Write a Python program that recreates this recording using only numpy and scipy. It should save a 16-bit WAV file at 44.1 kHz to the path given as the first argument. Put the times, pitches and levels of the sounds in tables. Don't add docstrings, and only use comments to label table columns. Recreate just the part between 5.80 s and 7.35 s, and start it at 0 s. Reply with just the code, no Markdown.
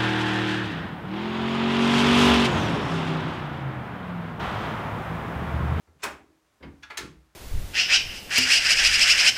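import sys
import numpy as np
from scipy import signal
from scipy.fft import rfft, irfft, next_fast_len
from scipy.io import wavfile
from scipy.ndimage import map_coordinates

SR = 44100
rng = np.random.default_rng(int(sys.argv[2]) if len(sys.argv) > 2 else 0)


def to_wav(s):
    ch = np.atleast_2d(s).T
    pcm = np.round(np.clip(ch, -1, 1) * 32767)
    wavfile.write(sys.argv[1], SR, pcm.astype(np.int16))


N = 68355

BANDS_HZ = [350, 1100, 2300, 4500, 7200, 13000]
# t60 in seconds, tail level in dB.
GARAGE_BANDS = [(0.52, 3.5), (0.32, 6), (0.33, -1), (0.29, -2.5), (0.3, -4.5), (0.25, -4.5)]
# frequency in Hz, level in dB.
PLATE = [(861, -51), (1270, -50), (1370, -44), (1688, -46), (1976, -48), (2081, -43), (2400, -51),
         (2732, -55), (3790, -57), (4393, -52), (4659, -56), (4832, -59)]
LATCH = [(409, -41), (957, -40), (1023, -42), (1077, -43), (1209, -40), (1321, -44), (1549, -44),
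         (1603, -43), (1982, -44), (2283, -44), (2428, -43), (2519, -33), (3558, -43), (4330, -47),
         (5203, -47), (5359, -37), (6352, -47), (7262, -47), (7437, -47), (7922, -41), (8514, -48),
         (9022, -48), (9523, -46)]
SPRING = [(977, -52), (1141, -57), (1763, -57), (1949, -57), (2145, -49), (2592, -58), (3087, -57),
          (3661, -62), (4670, -60), (5071, -62)]
LEVER = [(869, -59), (1373, -53), (1464, -50), (1661, -44), (2100, -55), (2409, -51), (2595, -52),
         (2770, -56), (3389, -50), (3550, -51), (4223, -58), (4578, -58), (5303, -59), (5601, -58),
         (6140, -57), (6654, -62)]
HOOK = [(1755, -42), (1880, -44), (2883, -44), (3305, -42), (3978, -44), (5095, -48), (6320, -41),
        (6551, -42), (6900, -47), (8690, -48), (9771, -50)]
BLUR_RAD = 0.3


def amp(db):
    return 10 ** (np.asarray(db) / 20)


def unit(x):
    return x / np.sqrt(np.mean(x ** 2) + 1e-20)


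def along(points, hz):
    knots_hz, values = np.transpose(points)
    return np.interp(np.log(hz + 1), np.log(knots_hz + 1), values)


def filtered(x, response):
    size = next_fast_len(N + SR // 2)
    return irfft(rfft(x, size) * response(np.fft.rfftfreq(size, 1 / SR)), size)[:N]


def noise(spectrum):
    return unit(filtered(rng.standard_normal(N), lambda hz: amp(along(spectrum, hz))))


def since(start_s):
    return np.maximum(np.arange(N) / SR - start_s, 0)


def strike(t, rise_s, t60_s):
    attack = 1 - np.exp(-(t / rise_s) ** 2)
    return attack * np.exp(-np.log(1000) * np.maximum(t - rise_s, 0) / t60_s)


def wobble(knots_per_s):
    return map_coordinates(rng.standard_normal(512), [np.arange(N) * knots_per_s / SR], mode="wrap")


def mode_tone(hz, t, blur_rad):
    return np.sqrt(2) * np.sin(2 * np.pi * (hz * t + rng.random()) + blur_rad * wobble(np.sqrt(hz) * 2))


def room_hiss():
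    # time in seconds, level in dB.
    levels = [(0, -69.5), (.6, -70), (1.0, -67), (1.499, -69)]
    # frequency in Hz, relative density in dB.
    spectrum = [(20, -25), (60, 0.5), (120, -6.5), (350, -6.5), (600, -8), (1200, -8), (3000, -16.5),
                (7000, -20), (15800, -29.5)]
    return amp(np.interp(since(0), *np.transpose(levels))) * noise(spectrum)


def hood_flex(rumble_t60_s=0.35, waver_db=2, focus_db_per_octave=25.5):
    # start and rise in seconds, boom pitch in Hz, boom level in dB,
    # boom t60 in seconds, panel pitch in Hz, mode gain in dB, rumble level in dB.
    flexes = [(.066, 0.025, 77.3, -53, 0.29, 119, -71, -66),
              (0.145, 0.0058, 68, -80, 0.17, 162, -69.5, -69),
              (0.235, 0.0074, 67.8, -51, 0.66, 402, -46, -55.5),
              (.285, 0.018, 67.9, -54, 0.44, 332, -46.5, -50.5),
              (0.487, 0.0024, 62.8, -79, .2, 339, -62.5, -76),
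              (.800, 0.039, 75.3, -46, 0.41, 151, -55.5, -47.5),
              (.843, 0.02, 73.4, -52.5, 1, 280, -47, -48.5),
              (1.179, 0.012, 65.3, -52.5, 0.91, 417, -40, -49.5),
              (1.227, 0.0073, 62.5, -44, 0.15, 380, -47, -42),
              (1.29, 0.007, 64.2, -60, 0.38, 162, -56.5, -53),
              (1.36, 0.0099, 58.4, -50, 0.3, 203, -71.5, -93)]
    # frequency in Hz, relative level in dB, t60 in seconds.
    panel_modes = [(147, 7, 0.5), (176.9, 5, 0.52), (228.4, 0, 0.5), (279.8, 0.5, 0.49),
                   (318.8, -3.5, 0.58), (364.5, 1, 0.24), (418, -7.5, 0.37), (452, -7.5, 0.27)]
    # frequency in Hz, relative density in dB.
    rumble_spectrum = [(20, -7), (40, -18), (100, -4), (150, 3), (210, 1), (380, -1.5), (520, -7),
                       (900, -50), (2500, -75), (8000, -100)]
    out = np.zeros(N)
    for start_s, rise_s, boom_hz, boom_db, boom_t60_s, panel_hz, modes_db, rumble_db in flexes:
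        t = since(start_s)
        boom = np.sqrt(2) * np.sin(2 * np.pi * boom_hz * t + 0.9 * wobble(34.64))
        out += amp(boom_db + waver_db * wobble(44.7)) * strike(t, rise_s, boom_t60_s) * boom
        for hz, db, t60_s in panel_modes:
            loss_db = focus_db_per_octave * abs(np.log2(hz / panel_hz))
            out += amp(modes_db + db - loss_db) * strike(t, rise_s, t60_s) * mode_tone(hz, t, BLUR_RAD)
        out += amp(rumble_db) * strike(t, rise_s, rumble_t60_s) * noise(rumble_spectrum)
    return out


def sheet_ripple(hz, depth_db=1.8, step_hz=55):
    knots = rng.standard_normal(int(hz[-1] / step_hz) + 4)
    return unit(amp(depth_db * map_coordinates(knots, [hz / step_hz])))


def sheet_rattle(chatter_db=-0.8):
    # start, rise and t60 at 2 kHz in seconds, then six band levels in dB.
    contacts = [(0.068, 0.0037, 0.17, -64, -71.5, -74, -105, -87, -97),
                (0.181, 0.023, 0.3, -70, -64.5, -58.5, -67.5, -68, -82),
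                (0.217, 0.012, 0.12, -73, -45, -44.5, -44.5, -39, -87),
                (0.2297, 0.0075, 0.07, -43.5, -30, -26.5, -31.5, -29, -34),
                (.263, 0.002, 0.041, -39.5, -36, -28.5, -52, -60, -58),
                (0.798, 0.014, 0.079, -51, -61, -65, -70, -86, -86),
                (0.822, 0.0066, 0.13, -50.5, -53, -46, -56.5, -72, -71),
                (1.0223, 0.0068, 0.14, -81, -56, -46.5, -51, -58.5, -70),
                (1.099, 0.0031, 0.17, -56, -47.5, -39.5, -53, -57.5, -63.5),
                (1.1711, 0.0024, 0.12, -67, -40, -33, -31, -33.5, -41.5)]
    out = np.zeros(N)
    for start_s, rise_s, t60_s, *bands_db in contacts:
        colour = [(60, bands_db[0] - 17.5), *zip(BANDS_HZ, bands_db), (16000, bands_db[-1] - 6)]

        def response(hz):
            pink_tilt = np.sqrt(SR / 2 / (hz + 20))
            return amp(along(colour, hz)) * sheet_ripple(hz) * pink_tilt

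        metal = filtered(rng.standard_normal(N), response)
        chatter = amp(chatter_db * wobble(350))
        for band_hz, share, (room_t60_s, tail_db) in zip(BANDS_HZ, np.eye(len(BANDS_HZ)), GARAGE_BANDS):
            band = filtered(metal, lambda hz: along(list(zip(BANDS_HZ, share)), hz))
            direct = strike(since(start_s), rise_s, t60_s * (2000 / band_hz) ** 0.1)
            tail_power = garage_tail((amp(tail_db) * direct) ** 2, room_t60_s)
            out += band * np.sqrt((chatter * direct) ** 2 + tail_power)
    return out


def garage_tail(power, t60_s):
    feedback = np.exp(-np.log(1e6) / (t60_s * SR))
    return signal.lfilter([1 - feedback], [1, -feedback], power)


def lock_ring(send_db=-5, scatter_rad=0.9):
    # part, then start, rise and t60 at 2 kHz in seconds, gain in dB.
    blows = [(PLATE, .069, .008, 0.067, -26), (LATCH, .2285, .006, 0.1, 0),
             (SPRING, .824, 0.0074, 0.097, 0), (LEVER, 1.027, 0.0082, 0.062, 2.3),
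             (PLATE, 1.101, 0.0045, 0.091, 1), (HOOK, 1.171, 0.002, 0.11, 1),
             (PLATE, 1.192, 0.0058, 0.062, 1.5)]
    room_t60_s, tail_db = [list(zip(BANDS_HZ, column)) for column in np.transpose(GARAGE_BANDS)]
    out = np.zeros(N)
    for modes, start_s, rise_s, t60_s, blow_db in blows:
        t = since(start_s)
        for hz, db in modes:
            direct_power = strike(t, rise_s, t60_s * (2000 / hz) ** 0.18) ** 2
            sent_power = amp(send_db + along(tail_db, hz)) ** 2 * direct_power
            tail_power = garage_tail(sent_power, along(room_t60_s, hz))
            power = direct_power + tail_power
            blur_rad = BLUR_RAD + scatter_rad * tail_power / (power + 1e-20) * min(hz / BANDS_HZ[3], 1)
            out += amp(blow_db + db) * np.sqrt(power) * mode_tone(hz, t, blur_rad)
    return out


def scene():
    return (sheet_rattle() + lock_ring() + hood_flex() + room_hiss())[None]


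def record(dry):
    low_cut_hz, top_hz = 16.5, 15950
    return filtered(dry[0], lambda hz: (hz < top_hz) * hz ** 4 / (hz ** 4 + low_cut_hz ** 4))[None]


dry = scene()
out = record(dry)
to_wav(out)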